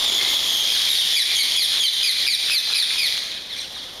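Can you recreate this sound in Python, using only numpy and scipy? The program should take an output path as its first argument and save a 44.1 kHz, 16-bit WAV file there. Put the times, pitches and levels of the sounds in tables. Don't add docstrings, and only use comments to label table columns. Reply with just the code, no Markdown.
import sys
import numpy as np
from scipy import signal
from scipy.fft import rfft, irfft, next_fast_len
from scipy.io import wavfile
from scipy.ndimage import uniform_filter1d, map_coordinates

SR = 44100
rng = np.random.default_rng(int(sys.argv[2]) if len(sys.argv) > 2 else 0)


def store_wav(level_fs):
    pcm = np.round(np.clip(np.atleast_2d(level_fs), -1, 1) * 32767)
    wavfile.write(sys.argv[1], SR, pcm.T.astype(np.int16))


N = 176400
TOP_HZ = 15800


def amp(db):
    return 10 ** (np.asarray(db) / 20)


def unit(x):
    return x / np.sqrt(np.mean(x ** 2) + 1e-20)


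def along(points, hz):
    freqs, values = np.transpose(points)
    return np.interp(np.log(np.abs(hz) + 1), np.log(freqs + 1), values)


def curves(rows):
    times, *columns = np.transpose(rows)
    return [np.interp(np.arange(N) / SR, times, column) for column in columns]


def wobble(rate, size):
    knots = rng.standard_normal(size // 8 + 4)
    return map_coordinates(knots, [np.arange(size) * rate / SR], mode="wrap")


def filtered(x, response):
    size = next_fast_len(N + SR // 2)
    return irfft(rfft(x, size) * response(np.fft.rfftfreq(size, 1 / SR)), size)[:N]


def coloured(x, points):
    return filtered(x, lambda hz: amp(along(points, hz)))


def add(track, start_s, sound):
    i = int(round(start_s * SR))
    part = sound[max(-i, 0):max(N - i, 0)]
    track[max(i, 0):max(i, 0) + len(part)] += part


def bursts(rows, colour, decay_s):
    track, t = np.zeros(N), np.arange(SR // 10) / SR
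    for start, db in rows:
        add(track, start, amp(db) * np.exp(-t / decay_s) * rng.standard_normal(len(t)))
    return coloured(track, colour)


# frequency in Hz, seconds to die away by 60 dB.
WALL_DECAY = [(300, 0.81), (2500, 0.65), (4000, 0.77), (9000, 0.72), (15000, 0.35)]
def courtyard(x, build_s=.042):
    hz, t, noise = signal.stft(rng.standard_normal(SR), SR, nperseg=256)
    decay = amp(-60 * t / along(WALL_DECAY, hz)[:, None])
    tail = signal.istft(noise * decay, SR, nperseg=256)[1]
    tail *= 1 - np.exp(-np.arange(len(tail)) / SR / build_s)
    return signal.fftconvolve(x, tail / np.linalg.norm(tail))[:N]


def near_walls(sound, count=7, reach_s=.028, echo_db=-7.5):
    taps = np.zeros(int(reach_s * SR) + 2)
    where, sign = rng.random((2, count))
    delays = ((.1 + .9 * where) * reach_s * SR).astype(int)
    taps[delays] = amp(echo_db) * np.sign(sign - .5) / np.sqrt(count)
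    taps[0] = 1
    return signal.fftconvolve(sound, taps / np.linalg.norm(taps))


# frequency in Hz, relative level in dB.
AIR_SPECTRUM = [(15, -54), (25, -3), (65, -3.5), (173, -5.5), (261, -2), (408, -4.5), (501, -2),
                (546, -1.5), (1500, -9.5), (1950, -6), (3300, -120)]
def still_air():
    return amp(-47) * unit(coloured(rng.standard_normal(N), AIR_SPECTRUM))


# frequency in Hz, level in dB.
HUM_TONES = [(75, -64.5), (177, -64)]
def hum():
    t = np.arange(N) / SR
    return sum(amp(db) * unit(np.sin(2 * np.pi * hz * t + wobble(8, N))) for hz, db in HUM_TONES)


# start in seconds, relative level in dB.
CHIRP_AND_KNOCK = [(2.672, -24), (2.70, -23), (3.762, -22.5)]
# frequency in Hz, gain in dB.
CHIRP_AND_KNOCK_SPECTRUM = [(200, -31), (800, 3.5), (1300, -3), (2500, -15), (6000, -50)]
def chirp_and_knock():
    return bursts(CHIRP_AND_KNOCK, CHIRP_AND_KNOCK_SPECTRUM, decay_s=.012)


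def bird_note(pitch, throat, jitter_rate, shimmer_db, jitter=.021, fundamental_db=0):
    n = len(pitch)
    t = np.arange(n) / SR
    unsteadiness = jitter + .05 * np.exp(-t / .012)
    tremble = unsteadiness * wobble(jitter_rate, n)
    wander = .01 * wobble(90, n)
    phase = 2 * np.pi * np.cumsum(pitch * (1 + tremble + wander)) / SR
    tone = np.zeros(n)
    for k in range(1, 8):
        db = along(throat, k * pitch) + fundamental_db * (k == 1) + 3 * wobble(90, n)
        tone += amp(db) * (k * pitch < TOP_HZ) * np.sin(k * phase)
    hz = np.fft.rfftfreq(n, 1 / SR)
    breath = irfft(rfft(rng.standard_normal(n)) * amp(along(throat, hz)) * (hz > pitch.min()), n)
    rasp = amp(-1.5) * np.exp(-t / .015) * unit(breath)
    shimmer = amp(shimmer_db * wobble(jitter_rate, n))
    attack, release = np.clip(t / .018, 0, 1), np.clip((t[-1] - t) / .022, 0, 1)
    return unit((unit(tone) + rasp) * shimmer) * attack * release


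def yelp_pitch(length_s, hz, hold_s, fall_hz_per_s=11500, bend_s=.006):
    t = np.arange(int(length_s * SR)) / SR
    falling_s = bend_s * np.logaddexp(0, (t - hold_s) / bend_s)
    return np.maximum(hz - fall_hz_per_s * falling_s, hz / 2)


def whistles(rows, throat):
    voice = np.zeros(N)
    for start, length, db, hz, fall in rows:
        pitch = hz - fall * np.arange(int(length * SR)) / SR
        whistle = bird_note(pitch, throat, jitter_rate=500, shimmer_db=3.5)
        add(voice, start, amp(db) * near_walls(whistle))
    return voice


# time in seconds, level in dB.
CHATTER_LEVELS = [(0, -26), (.8, -28), (1.5, -24.5), (2.2, -27), (2.9, -24), (3.12, -31), (3.28, -31),
                  (3.43, -37), (3.6, -32), (3.69, -42), (3.85, -36), (4, -52)]
# frequency in Hz, relative level in dB.
CHATTER_THROAT = [(1400, -18.5), (2000, -11.5), (2500, -2.5), (2780, -32.5), (3250, -4.5), (3900, 5.5),
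                  (4700, -15.5), (6000, -18.5), (9500, -21.5), (13000, -37), (16000, -42)]
def chatter(calls_per_s=40, centre_hz=2171, scatter_db=6.5):
    calls = np.zeros(N)
    count = int(calls_per_s * N / SR)
    for i, (when, pitch, size, hold) in enumerate(rng.standard_normal((count, 4))):
        glide = yelp_pitch(.1, centre_hz * np.exp(.13 * pitch), hold_s=.035 + .02 * hold)
        yelp = bird_note(glide, CHATTER_THROAT, jitter_rate=900, shimmer_db=8.5, jitter=.0303)
        add(calls, (i + when) / calls_per_s - .05, amp(scatter_db * size) * yelp)
    level_db, = curves(CHATTER_LEVELS)
    return amp(level_db) * unit(amp(.5) * calls + courtyard(calls))


# start in seconds, length in seconds, relative level in dB,
# pitch in Hz, fall in Hz per second.
FAR_BIRD_WHISTLES = [(-.02, .13, -21.5, 3733, 2184), (.07, .14, -20.5, 3480, 882),
                     (.27, 0.13, -19.5, 3430, 903), (.465, 0.169, -21, 3317, 800),
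                     (.67, 0.18, -25, 3300, 398)]
# frequency in Hz, relative level in dB.
FAR_BIRD_THROAT = [(3000, -6.5), (3500, -5), (6500, -16.5), (7300, -15.5), (10000, -23), (13400, -20.5),
                   (14300, -29), (16000, -42)]
def far_bird():
    voice = whistles(FAR_BIRD_WHISTLES, FAR_BIRD_THROAT)
    return amp(-2.5) * voice + amp(-7.5) * courtyard(voice)


# time in seconds, swish level in dB, thump level in dB.
FLOCK_LEVELS = [(0, -22, -36), (.3, -20.5, -36.5), (.6, -22.5, -41.5), (1, -18, -42.5), (1.7, -24, -45),
                (2.4, -25, -51.5), (2.72, -28, -49.5), (3.1, -26, -49.5), (3.4, -39, -68),
                (3.7, -37.5, -55), (4, -37.5, -50)]
# frequency in Hz, relative level in dB.
SWISH_SPECTRUM = [(1000, -58), (1500, -24), (2000, -9.5), (2500, -12.5), (2780, -9.5), (3300, 5.5),
                  (4100, -4), (5200, -5.5), (6800, -14), (9800, -16.5), (13300, -21), (15800, -36)]
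THUMP_SPECTRUM = [(40, -4.5), (120, -10.5), (300, -2.5), (700, -1), (1200, -0.5), (2000, -15.5),
                  (4000, -59)]
def wingbeats(pigeons=36, beats_per_s=8, scatter_db=5, puff_s=.0054):
    energy, beats = np.zeros(N), np.arange(60)
    for offset, pace in rng.random((pigeons, 2)):
        rate = beats_per_s * (.75 + pace / 2)
        at = ((offset + beats + .05 * rng.standard_normal(len(beats))) / rate * SR).astype(int)
        size = amp(scatter_db * np.clip(rng.standard_normal(len(beats)), -2, 2))
        inside = (at >= 0) & (at < N)
        energy[at[inside]] += size[inside] ** 2
    decay = np.exp(-2 / (puff_s * SR))
    puffs = np.sqrt(np.abs(signal.lfilter([1], [1, -decay], energy)))

    def layer(spectrum, wash_db):
        flaps = coloured(puffs * rng.standard_normal(N), spectrum)
        wash = coloured(rng.standard_normal(N), spectrum)
        return unit(unit(flaps) + amp(wash_db) * unit(wash))
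    swish_db, thump_db = curves(FLOCK_LEVELS)
    swish = amp(swish_db) * layer(SWISH_SPECTRUM, wash_db=2.5)
    thump = amp(thump_db) * layer(THUMP_SPECTRUM, wash_db=2)
    return swish + thump


# start in seconds, relative level in dB.
CLAP_HITS = [(.075, -20), (.277, -12), (.418, -14), (.572, -7), (.715, -16), (.84, -14.5), (1.1, -13),
             (2.218, -17), (2.334, -8), (2.673, -14), (2.745, -13), (2.8, -9)]
# frequency in Hz, gain in dB.
CLAP_SPECTRUM = [(800, -26), (2500, -11), (3800, 2), (6000, -9), (10000, -8), (14000, -14), (16000, -18)]
def wing_claps():
    return bursts(CLAP_HITS, CLAP_SPECTRUM, decay_s=.00068)


# start in seconds, length in seconds,
# level in dB, pitch in Hz, fall in Hz per second.
NEAR_WHISTLES = [(.885, 0.077, -15.5, 3780, 1530), (1.12, 0.073, -18.5, 3380, 800),
                 (1.345, 0.062, -12.5, 3383, 4570), (1.548, 0.066, -16.5, 3386, 1520),
                 (1.792, 0.084, -13, 3470, 5960), (2.02, 0.052, -17.5, 3330, 3000)]
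# start in seconds, length in seconds, level in dB, pitch in Hz,
# hold before the fall in seconds, extra gain of the fundamental in dB.
NEAR_YELPS = [(.67, 0.14, -24, 2515, 0.047, -9), (0.838, 0.03, -26, 2330, 0.0072, -11.5),
              (0.943, 0.1, -16.5, 2402, 0.0054, -4), (0.968, .05, -18, 2092, 0.0054, -2),
              (1.152, 0.091, -12.5, 2430, .016, 1), (1.377, 0.073, -15, 2300, 0.025, -0.5),
              (1.57, 0.099, -14.5, 2487, .016, -3.5), (1.826, 0.082, -12, 2310, 0.021, 0),
              (1.918, 0.048, -20, 1995, 0.011, 2), (2.024, 0.11, -15.5, 2456, .04, -0.5),
              (2.26, 0.11, -13.5, 2396, 0.041, -0.5), (2.496, 0.12, -14, 2558, 0.033, -0.5),
              (2.71, 0.09, -23.5, 2538, .02, -0.5), (2.743, 0.11, -14.5, 2486, 0.034, -3),
              (2.972, .116, -18, 2453, 0.049, 3), (3.267, 0.082, -36, 1900, .008, -8),
              (3.346, 0.058, -33.5, 1945, 0.0049, 5), (3.49, 0.071, -29.5, 2140, .01, 1.5),
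              (3.552, 0.062, -38, 2383, 0.045, 0), (3.608, .06, -34.5, 1880, 0.0044, 5),
              (3.734, 0.075, -32.5, 2023, 0.016, -3), (3.82, 0.097, -41.5, 2200, 0.0092, 7)]
# frequency in Hz, relative level in dB.
NEAR_WHISTLE_THROAT = [(2800, 0), (3500, 1), (6600, -11), (10200, -12.5), (11300, -10.5), (13700, -26),
                       (16000, -30)]
NEAR_YELP_THROAT = [(1400, -15.5), (1900, -13.5), (2400, -4), (2800, 0.5), (3400, 5), (4400, 3), (5400, -7),
                    (7200, -19.5), (9200, -9.5), (11700, -15), (12600, -23), (14300, -30), (16000, -44)]
def near_bird(loud_db=-19.5, dull_from_hz=3600):
    voice = whistles(NEAR_WHISTLES, NEAR_WHISTLE_THROAT)
    for start, length, db, hz, hold, fundamental_db in NEAR_YELPS:
        tilt = .4 * min(db - loud_db, 0)
        throat = [(f, level + tilt * max(np.log2(f / dull_from_hz), 0)) for f, level in NEAR_YELP_THROAT]
        pitch = yelp_pitch(length, hz, hold)
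        yelp = bird_note(pitch, throat, jitter_rate=600, shimmer_db=3, fundamental_db=fundamental_db)
        add(voice, start, amp(db) * near_walls(yelp))
    return voice + amp(-7.5) * courtyard(voice)


def scene():
    background = still_air() + hum()
    brief_sounds = wing_claps() + chirp_and_knock()
    return (near_bird() + far_bird() + chatter() + wingbeats() + brief_sounds + background)[None]


def record(dry):
    notch_hz, notch_width_hz = 7900, 650
    limit_db, recover_db_per_s, sense_s = -19.5, 62.5, .013
    mic = filtered(dry[0], lambda hz: np.abs(hz - notch_hz) / np.hypot(hz - notch_hz, notch_width_hz))
    power = np.abs(uniform_filter1d(mic ** 2, int(sense_s * SR)))
    excess_db = np.maximum(10 * np.log10(power + 1e-12) - limit_db, 0)
    recovery_db = recover_db_per_s * np.arange(N) / SR
    duck_db = np.maximum.accumulate(.86 * excess_db + recovery_db) - recovery_db
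    return filtered(mic * amp(-duck_db), lambda hz: hz < TOP_HZ)[None]


dry = scene()
out = record(dry)
store_wav(out)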